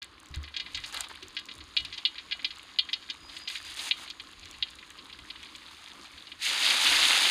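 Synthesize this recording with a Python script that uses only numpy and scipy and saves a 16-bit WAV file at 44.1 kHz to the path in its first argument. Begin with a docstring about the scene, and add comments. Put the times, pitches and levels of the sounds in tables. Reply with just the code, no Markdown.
"""After a moment of silence a small pop and a droplet tick, over the soft simmer of whole spices in oil.
Outdoors, a wide thin metal pan over a fire: each pop cracks, comes round the bowl and rings the pan's modes;
bubbles are clumped bursts of short rings; a steam leak whistles; wet paste at the end boils up loudly.
Filtered noise gives a low fire murmur, with a faint hum of the pan; dull knocks fall early on, a light wind
brushes the microphone, and far insects are a narrow hiss of noise that comes in and fades."""
import sys
import numpy as np
from scipy import signal
from scipy.fft import rfft, irfft
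from scipy.io import wavfile

SR = 44100
rng = np.random.default_rng(int(sys.argv[2]) if len(sys.argv) > 2 else 0)


def wav_out(sig):
    """Save sig, one row per channel (or a flat mono array), as 16-bit PCM at SR to the path in sys.argv[1]."""
    wavfile.write(sys.argv[1], SR, np.round(np.clip(np.atleast_2d(sig).T, -1, 1) * 32767).astype(np.int16))


N = 321930
TIME = np.arange(N) / SR   # [s]


def amp(db):
    """Gain of a level in dB."""
    return 10 ** (np.asarray(db) / 20)


def rms_one(x):
    """Scaled to rms 1."""
    return x / np.sqrt(np.mean(x ** 2) + 1e-20)


def in_time(rows):
    """Columns of a curve, interpolated sample by sample."""
    s, *columns = np.transpose(rows)
    return [np.interp(TIME, s, column) for column in columns]


def colour(x, spectrum):
    """Causal (minimum-phase) filter with the given level in dB at each frequency in Hz."""
    hz, level_db = np.transpose(spectrum)
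    grid = np.maximum(np.arange(2049) * SR / 4096, 1)
    cepstrum = irfft(np.log(amp(np.interp(np.log(grid), np.log(hz), level_db))))
    # Folding the cepstrum onto positive times makes the filter minimum-phase
    cepstrum[1:2048] *= 2
    cepstrum[2049:] = 0
    response = irfft(np.exp(rfft(cepstrum)))
    return signal.fftconvolve(x, response)[:len(x)]


def band(x, low_hz, high_hz):
    """Band-pass."""
    edges = [low_hz, min(high_hz, .45 * SR)]
    return signal.sosfilt(signal.butter(3, edges, "band", fs=SR, output="sos"), x)


def drift(rate):
    """Slow chance, spread 1: random points, rate per second, joined by straight lines."""
    points = rng.standard_normal(N // 20)
    return rms_one(np.interp(TIME * rate, np.arange(N // 20), points))


def add(out, s, sound):
    """Lay a sound into out at time s."""
    at = round(s * SR)
    out[at:at + len(sound)] += sound[:len(out) - at]


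INSECT_HZ, INSECT_DB = 6800, -70


def insects():
    """Far insects: a narrow hiss of band-passed noise that comes in and fades over the middle seconds."""
    swell = np.sin(np.pi * np.clip((TIME - 1.3) / 3.9, 0, 1)) ** 0.24
    hiss = band(rng.standard_normal(N), INSECT_HZ - 250., INSECT_HZ + 250.0)
    return amp(INSECT_DB) * swell * rms_one(hiss)


# Colour of the wind on the microphone: (frequency [Hz], relative level [dB])
WIND_COLOUR = [(13, -47), (22, -12.5), (65, 2), (81, 0.5), (145, -16), (200, -19), (260, -44), (440, -120)]
# Gusts on the microphone, before a slow drift: (time [s], level [dB])
GUST_PEAKS = [(.65, -59), (.78, -49.5), (.95, -56.5), (1.25, -59), (1.58, -55.5), (1.82, -54), (3.24, -60),
              (3.7, -58.5), (4.4, -57.5), (4.59, -56), (5.2, -56.5), (5.4, -62), (6.9, -54)]
BREEZE_DB, GUST_RISE_DB_PER_S, GUST_FALL_DB_PER_S = -67.5, 197, 68


def wind():
    """A low breeze of filtered noise; each gust comes fast and dies away more slowly."""
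    level_db = np.full(N, float(BREEZE_DB))
    for s, peak_db in GUST_PEAKS:
        below_db = np.maximum(GUST_RISE_DB_PER_S * (s - TIME), GUST_FALL_DB_PER_S * (TIME - s))
        level_db = np.maximum(level_db, peak_db - below_db)
    return amp(level_db + 1.7 * drift(13.0)) * rms_one(colour(rng.standard_normal(N), WIND_COLOUR))


# Low fire murmur, with a faint hum of the pan near 1.1 kHz: (frequency [Hz], relative level [dB])
MURMUR_COLOUR = [(76, -55), (130, -4), (221, -2.5), (313, 4.5), (397, -5), (610, -10), (718, -43),
                 (909, -24), (1020, 1.5), (1170, -0.5), (1500, -12), (1950, -42), (3300, -120)]
MURMUR_DB = -61   # level about which it drifts


def fire_and_pan_hum():
    """Low fire murmur, with a faint hum of the pan near 1.1 kHz: filtered noise that wanders in level."""
    murmur = rms_one(colour(rng.standard_normal(N), MURMUR_COLOUR))
    return amp(MURMUR_DB + 2.0 * drift(12.0)) * murmur


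# Dull knocks, level before the soft onset: (time [s], level [dB], frequency [Hz], 60 dB decay [s])
KNOCK_TIMES = [(.305, -38, 71, 0.24), (.308, -43, 139, 0.11), (0.366, -27, 73, 0.3),
               (0.37, -34.5, 138, 0.089), (1.226, -43.5, 374, 0.12)]


def knocks():
    """Soft low blows: decaying sines that swell for a few ms and die."""
    out, t = np.zeros(N), np.arange(SR // 3) / SR
    for s, peak_db, hz, t60 in KNOCK_TIMES:
        onset = 1 - np.exp(-t / 0.0036)
        add(out, s, amp(peak_db - 60 * t / t60) * onset * np.sin(2 * np.pi * hz * t))
    return out


WHISTLE_HZ, WHISTLE_DB = 4920, -56   # before its drifts
WHISTLE_START_S, WHISTLE_RISE_S, WHISTLE_END_S, WHISTLE_FALL_S = 3.13, .1, 3.7, .08
SPURT_S, SPURT_DB, SPURT_WIDTH_S = 3.42, 6, 0.01   # one short spurt
SAG_HZ, SAG_S = 135, .16   # from the spurt on, the pitch sags by this much within this time


def whistle():
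    """Steam leaking from a pod: a thin, unsteady tone with a weak octave creeps in, spurts and fades."""
    rise = np.clip((TIME - WHISTLE_START_S) / WHISTLE_RISE_S, 0, 1) ** 2
    fall = np.clip((WHISTLE_END_S - TIME) / WHISTLE_FALL_S + 1, 0, 1) ** 2
    level_db = WHISTLE_DB + SPURT_DB * np.exp(-((TIME - SPURT_S) / SPURT_WIDTH_S) ** 2)
    sag_hz = SAG_HZ * np.clip((TIME - SPURT_S) / SAG_S, 0, 1)
    pitch_hz = WHISTLE_HZ - sag_hz + 10. * drift(22.0) + 15.3 * drift(190.0)
    phase = 2 * np.pi * np.cumsum(pitch_hz) / SR
    tone = np.sin(phase) + amp(-31.0) * np.sin(2 * phase)
    return np.sqrt(2) * rise * fall * amp(level_db + 3.0 * drift(30.0)) * tone


# Droplet ticks, nominal level: (time [s], level [dB], centre [Hz])
DROPLETS = [(0.0276, -39, 6900), (0.0443, -40, 8700), (0.201, -45, 8100), (0.2303, -48, 8490),
            (0.2586, -45, 6900), (0.2867, -48, 6700), (0.313, -51, 6680), (0.3471, -41, 6450),
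            (0.3588, -38.5, 8400), (0.431, -44, 6800), (0.7744, -40, 6870), (0.8625, -40, 7070),
            (0.9257, -37, 7180), (0.944, -33, 9560), (0.974, -35, 8700), (1.007, -21.5, 7850),
            (1.0855, -39.5, 8700), (1.1545, -44, 9200), (1.229, -42, 6800), (1.283, -40, 6860),
            (1.3505, -44, 7950), (1.397, -44, 9500), (1.456, -40.5, 6800), (1.553, -46, 8900),
            (1.5392, -47, 8610), (1.5815, -44, 9100), (1.8067, -46, 7000), (1.85, -38.5, 8800),
            (2.5845, -44, 7300), (2.6308, -45, 9900), (2.787, -50, 6500), (2.9302, -41.5, 6840),
            (3.3673, -44, 6900), (3.389, -42, 8150), (3.488, -36.5, 6800), (3.65, -40, 7110),
            (3.7, -41, 9400), (3.7648, -36, 6940), (3.8167, -38, 6550), (4.039, -49, 8300),
            (4.101, -42, 6860), (4.2183, -49, 9640), (4.456, -43, 6460), (4.5115, -37.5, 6900),
            (4.7037, -46.5, 8490), (4.754, -48, 8800), (4.9036, -42, 6900), (5.43, -42.5, 6700),
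            (5.5625, -42.5, 6600)]
EDGE_DB, EDGE_SPREAD_DB = -6.5, 1   # fine edge against the nominal level, and its chance spread


def ticks():
    """A droplet bursts: a click of noise around its own pitch, with a very short fine edge on top."""
    out, t = np.zeros(N), np.arange(SR // 50) / SR
    noise = rng.standard_normal((len(DROPLETS), len(t)))
    for (s, peak_db, centre_hz), puff in zip(DROPLETS, noise):
        click = band(puff * amp(-60 * t / 0.0081), centre_hz / 1.29, centre_hz * 1.185)
        edge = band(puff * amp(-60 * t / 0.0055), 9500.0, 17000.)
        edge_db = peak_db + EDGE_DB + EDGE_SPREAD_DB * puff[-1]
        body = amp(peak_db + 3.5) * click / np.abs(click).max()
        add(out, s, body + amp(edge_db) * edge / np.abs(edge).max())
    return out


# Fresh spice meets the oil and splutters, gains before a slow drift:
# (start [s], end of hold [s], boil level [dB], spray level [dB], gurgle level [dB])
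FRESH_SPICE = [(0.856, 0.898, -71, -53, -58), (0.923, 1.014, -53, -53.5, -47),
               (1.033, 1.045, -40, -56.5, -51), (1.092, 1.115, -48.5, -79, -48.5),
               (3.285, 3.417, -52.5, -61, -71), (3.489, 3.575, -49, -53, -85),
               (3.646, 3.727, -50, -59, -74), (3.765, 3.888, -46.5, -45, -55),
               (3.966, 4.043, -49.5, -53, -60), (6.029, 6.064, -70, -76, -64)]


def splutter(column):
    """Gain of the splutters for one size of bubble: a sudden start, a quick end."""
    out = np.zeros(N)
    for row in FRESH_SPICE:
        start = np.clip((TIME - row[0]) / 0.0073, 0, 1)
        end = np.clip((row[1] - TIME) / 0.021 + 1, 0, 1) ** 2
        out += amp(row[column]) * start * end
    return out


def bubbles(per_s, low_hz, high_hz, spread_db, cycles, count=7):
    """Bursts come in clumps; each rings a few cycles at one of several pitches."""
    born = rng.random(N) < per_s * amp(3. 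* drift(30.)) / SR
    sizes = amp(spread_db * np.minimum(rng.exponential(1, N), 5)) * rng.choice([-1, 1], N)
    bursts = born * sizes / np.sqrt(np.maximum(per_s, 50)) + 1e-18   # denser is smoother, not louder
    dealt, out = rng.integers(0, count, N), 0
    for k, hz in enumerate(np.geomspace(low_hz, high_hz, count)):
        r = amp(-60 * hz / (cycles * SR))   # down 60 dB after the given cycles
        resonator = [1, -2 * r * np.cos(2 * np.pi * hz / SR), r * r]
        ring = signal.lfilter([1, 0, -r], resonator, bursts * (dealt == k))
        out = out + np.sqrt(1 - r * r) * ring
    return rms_one(out)


# Colour the microphone gives the bubbles and the pops: (frequency [Hz], relative level [dB])
MIC_COLOUR = [(120, -67), (200, -12.5), (268, -15), (409, -23.5), (569, -18), (659, -16), (791, -11),
              (3900, 1), (4860, -4), (5630, -17.5), (6520, -12.5), (7680, -20.5), (9230, -18),
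              (13600, -33.5), (16000, -33)]
# Vigour of the simmer, as level of the middle bubbles before a slow drift: (time [s], level [dB])
SIMMER_VIGOUR = [(0.02, -58.5), (0.39, -57.5), (0.62, -51.5), (0.86, -47.5), (1.25, -53.5), (1.7, -53),
                 (1.94, -51), (2.59, -52.5), (3.3, -53), (3.465, -55), (3.5, -47), (3.88, -45.5),
                 (4.14, -53), (4.6, -52.5), (5.15, -54), (5.42, -50), (6.3, -51.5)]
# Vigour of the boil-up when the wet paste lands, likewise: (time [s], level [dB])
PASTE_VIGOUR = [(6.385, -53.5), (6.43, -32), (6.46, -28), (6.62, -27), (6.69, -23), (6.76, -25.5),
                (6.85, -23.5), (7.07, -22.5), (7.3, -24)]
SIMMER_PER_S, BOIL_UP_PER_S = 600, 3800   # base rate of bursts; each size takes its own multiple
SIMMER_GURGLE_DB, GURGLE_FOLLOWS = -59, .45   # large bubbles at a vigour of -52 dB; share of its swing
BOIL_UP_GURGLE_DB, GURGLE_LAG_S = -11, 0.048   # in the boil-up they follow fully, a little late
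# Fine spray against the middle bubbles; in the simmer it thickens as the spices cook
SIMMER_SPRAY_DB, SPRAY_GROWS_DB_PER_S, BOIL_UP_SPRAY_DB = -11.5, .5, -8
SPRAY_CROWD, SPRAY_CROWD_PER_S = 0.55, .15   # fine bursts per middle bubble at 0 s; gain each second


def frying():
    """Large bubbles gurgle, middle ones boil, the finest spray; a smooth hiss fills in between."""
    boil_db, = in_time(SIMMER_VIGOUR + PASTE_VIGOUR)
    wet = TIME > PASTE_VIGOUR[0][0]
    late_db, = in_time([(s + GURGLE_LAG_S, db) for s, db in PASTE_VIGOUR])
    simmer_spray_db = SIMMER_SPRAY_DB + SPRAY_GROWS_DB_PER_S * TIME
    spray_db = boil_db + np.where(wet, BOIL_UP_SPRAY_DB, simmer_spray_db)
    gurgle_db = SIMMER_GURGLE_DB + GURGLE_FOLLOWS * (np.minimum(boil_db, -46) + 52)
    gurgle_db = np.maximum(gurgle_db, late_db + BOIL_UP_GURGLE_DB)

    per_s = np.where(wet, BOIL_UP_PER_S, SIMMER_PER_S)
    spray_splutter = splutter(column=3)
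    per_s = per_s * (1 + 1.5 * spray_splutter / amp(spray_db))   # a splutter is a crowd of bursts
    spray_per_s = (SPRAY_CROWD + SPRAY_CROWD_PER_S * TIME) * per_s

    hiss = rng.standard_normal(N)
    gurgle = bubbles(.3 * per_s, 280.0, 1650.0, spread_db=2.5, cycles=13.0) + 2.64 * hiss
    boil = bubbles(per_s, 1320.0, 5920.0, spread_db=3.5, cycles=13.0) + 2.33 * hiss
    spray = bubbles(spray_per_s, 5100.0, 16700.0, spread_db=5.0, cycles=4.0) + 1.43 * hiss
    gurgle = rms_one(band(colour(gurgle, MIC_COLOUR), 275.0, 1770.0))
    boil = rms_one(band(colour(boil, MIC_COLOUR), 1740.0, 6700.0))
    spray = rms_one(band(colour(spray, MIC_COLOUR), 5890.0, 17100.0))

    out = (amp(gurgle_db) + splutter(column=4)) * gurgle
    out += (amp(boil_db) + splutter(column=2)) * boil
    out += (amp(spray_db) + spray_splutter) * spray
    return out * amp(0.72 * drift(14.))


# Pops against the pan, nominal level: (time [s], level [dB], centre [Hz])
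POP_TIMES = [(0.0199, -27, 3290), (0.3403, -28, 3330), (0.4376, -31.5, 3430), (0.4766, -33, 2380),
             (0.5404, -28, 3260), (0.5647, -19, 4300), (0.598, -21.5, 4000), (0.6609, -29.5, 2590),
             (0.7463, -18.5, 4750), (0.7725, -24, 2400), (0.838, -24, 4000), (0.9428, -26, 4550),
             (0.9654, -23, 3730), (1.0051, -26.5, 4700), (1.2246, -32.5, 3300), (1.3666, -20, 3400),
             (1.388, -27.5, 4230), (1.4855, -30, 3500), (1.512, -30, 3970), (1.6048, -33.5, 4000),
             (1.7668, -9.5, 3710), (1.8, -27, 4000), (1.8486, -26, 4100), (1.925, -27, 4040),
             (1.938, -27.5, 4380), (1.9778, -23.5, 4270), (2.0514, -8, 3660), (2.155, -33, 3200),
             (2.1805, -25.5, 3290), (2.3105, -23.5, 3260), (2.32, -16, 3400), (2.3925, -31.5, 2400),
             (2.4452, -14, 3800), (2.5057, -27, 3670), (2.7869, -8.5, 3730), (2.8887, -25.5, 3020),
             (2.9303, -15, 4170), (3.025, -36.5, 4000), (3.089, -34, 2460), (3.0994, -20, 4250),
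             (3.2946, -35, 4470), (3.3647, -26.5, 3620), (3.475, -21, 4370), (3.4854, -29, 3920),
             (3.499, -25.5, 3440), (3.5539, -23, 2770), (3.7903, -24.5, 4280), (3.9095, -11, 3300),
             (4.076, -29.5, 3080), (4.1012, -25, 4600), (4.1978, -26, 3350), (4.43, -35, 3520),
             (4.455, -36.5, 2980), (4.5411, -36, 3160), (4.6247, -14, 3600), (4.6838, -35, 3600),
             (4.786, -33, 3380), (4.8267, -35.5, 2000), (4.904, -37.5, 2400), (4.986, -33.5, 3820),
             (5.0966, -35, 2780), (5.127, -31, 3700), (5.188, -35, 3260), (5.3009, -25, 3700),
             (5.357, -33, 2980), (5.4301, -31.5, 2800), (5.455, -35, 3280), (5.487, -39, 2970),
             (5.5503, -32, 3650), (5.68, -36.5, 3500), (5.875, -35.5, 2980), (5.91, -40.5, 3500),
             (6.052, -35.5, 3200), (6.178, -34.5, 3340), (6.269, -35, 3900), (6.317, -28, 3070),
             (6.419, -26.5, 4400), (7.05, -13, 3740), (7.249, -15, 3000)]
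# Modes of the pan; each pop scales the decays together:
# (frequency [Hz], relative level [dB], 60 dB decay at a pop decay of 0.094 s [s])
PAN_MODES = [(1636, 14.5, 0.068), (1897, 7.5, 0.075), (2035, 14.5, 0.092), (2400, 12.5, 0.092),
             (2490, -23, 0.1), (2920, 2, 0.2), (2920, 8, 0.071), (3200, -5, 0.24), (3290, 8, 0.084),
             (3337, 10.5, 0.078), (3590, -5, 0.17), (3540, -16, 0.11), (3763, 6.5, 0.13), (3950, 5, 0.074),
             (4075, 3, 0.09), (4250, 0.5, 0.12), (4378, 8, 0.1), (4854, 8, 0.057)]
# The wave runs round the bowl and returns, before loss and scatter: (delay [s], relative level [dB])
BOWL_RETURNS = [(0, -15), (.0026, 7), (.0051, 2), (.0070, 7.5), (.0098, 4)]
POP_DECAY_S, DAMPING_PER_S = 0.13, 0.14   # decay scale in the bare pan; it shortens as the pan fills
POP_OCTAVES, NARROWING_PER_S = 1.246, 0.083   # reach of a pop in the bare pan; narrower as the pan fills
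NARROWING_PER_DB, NARROW_ABOVE_DB = .04, -20   # strong pops are narrower still
ROUND_LOSS_DB_PER_S = 1.1   # the returns round the bowl weaken as the pan fills


def pops():
    """A pop is a short crack that comes round the bowl, rings its modes and leaves a dying rush."""
    out, t = np.zeros(N), np.arange(SR // 6) / SR
    hz, mode_db, t60 = np.transpose(PAN_MODES)[:, :, None]
    modes, rounds = len(PAN_MODES), len(BOWL_RETURNS)
    chance = rng.standard_normal((len(POP_TIMES), 2 * modes + rounds))
    snap = colour(1. * (t == 0), MIC_COLOUR)
    rush = colour(rng.standard_normal(len(POP_TIMES) * len(t)), MIC_COLOUR).reshape(len(POP_TIMES), -1)
    for (s, peak_db, centre_hz), luck, noise in zip(POP_TIMES, chance, rush):
        decay = POP_DECAY_S * np.exp(-DAMPING_PER_S * s)
        strong_db = max(peak_db - NARROW_ABOVE_DB, 0)
        octaves = POP_OCTAVES - NARROWING_PER_S * s - NARROWING_PER_DB * strong_db
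        reach = 2 ** np.clip(octaves, .2, 1.5)

        # Modes near the pop's own pitch are struck best
        distance = np.log(hz / centre_hz) / np.log(reach)
        near_db = np.where(hz > centre_hz, -12., -8.) * distance ** 2
        strength = amp(mode_db + near_db + 2.3 * luck[:modes, None])
        phase = 2 * luck[modes:-rounds, None]
        fading = amp(-60 * t / (t60 * decay / 0.094))
        ring = (strength * fading * np.sin(2 * np.pi * hz * t + phase)).sum(axis=0)
        ring = ring * (1 - np.exp(-t / 0.00047))

        crack = np.zeros(len(t))
        for (lag, round_db), scatter in zip(BOWL_RETURNS, luck[-rounds:]):
            loss_db = ROUND_LOSS_DB_PER_S * s * (lag > 0)   # the direct crack loses nothing
            add(crack, lag, amp(round_db - loss_db + 0.8 * scatter) * snap)
        crack = band(crack, centre_hz / reach ** 0.64, centre_hz * reach ** 0.64)

        tail = band(noise, centre_hz / reach, centre_hz * reach ** 0.63) + 0.17 * noise
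        tail = tail * amp(-60 * t / (0.86 * decay))

        sound = crack / np.abs(crack).max()
        sound += amp(-4.0) * ring / np.abs(ring).max()
        sound += amp(-4.0) * tail / np.abs(tail).max()
        add(out, s, amp(peak_db - 2.0) * sound)
    return out


def scene():
    """Field, wind and fire behind the pan, in one channel."""
    background = insects() + wind() + fire_and_pan_hum()
    pan = knocks() + whistle() + ticks() + frying() + pops()
    return (background + pan)[None]


START_S = 0.016   # the microphone opens
TOP_HZ = 16050   # from here up the sound is 60 dB down


def record(dry):
    """The microphone opens after a moment of silence; the top is cut."""
    opened = dry * np.clip((TIME - START_S) / 0.0029, 0, 1)
    return signal.sosfilt(signal.cheby2(14, 60, TOP_HZ, fs=SR, output="sos"), opened)


dry = scene()
out = record(dry)
wav_out(out)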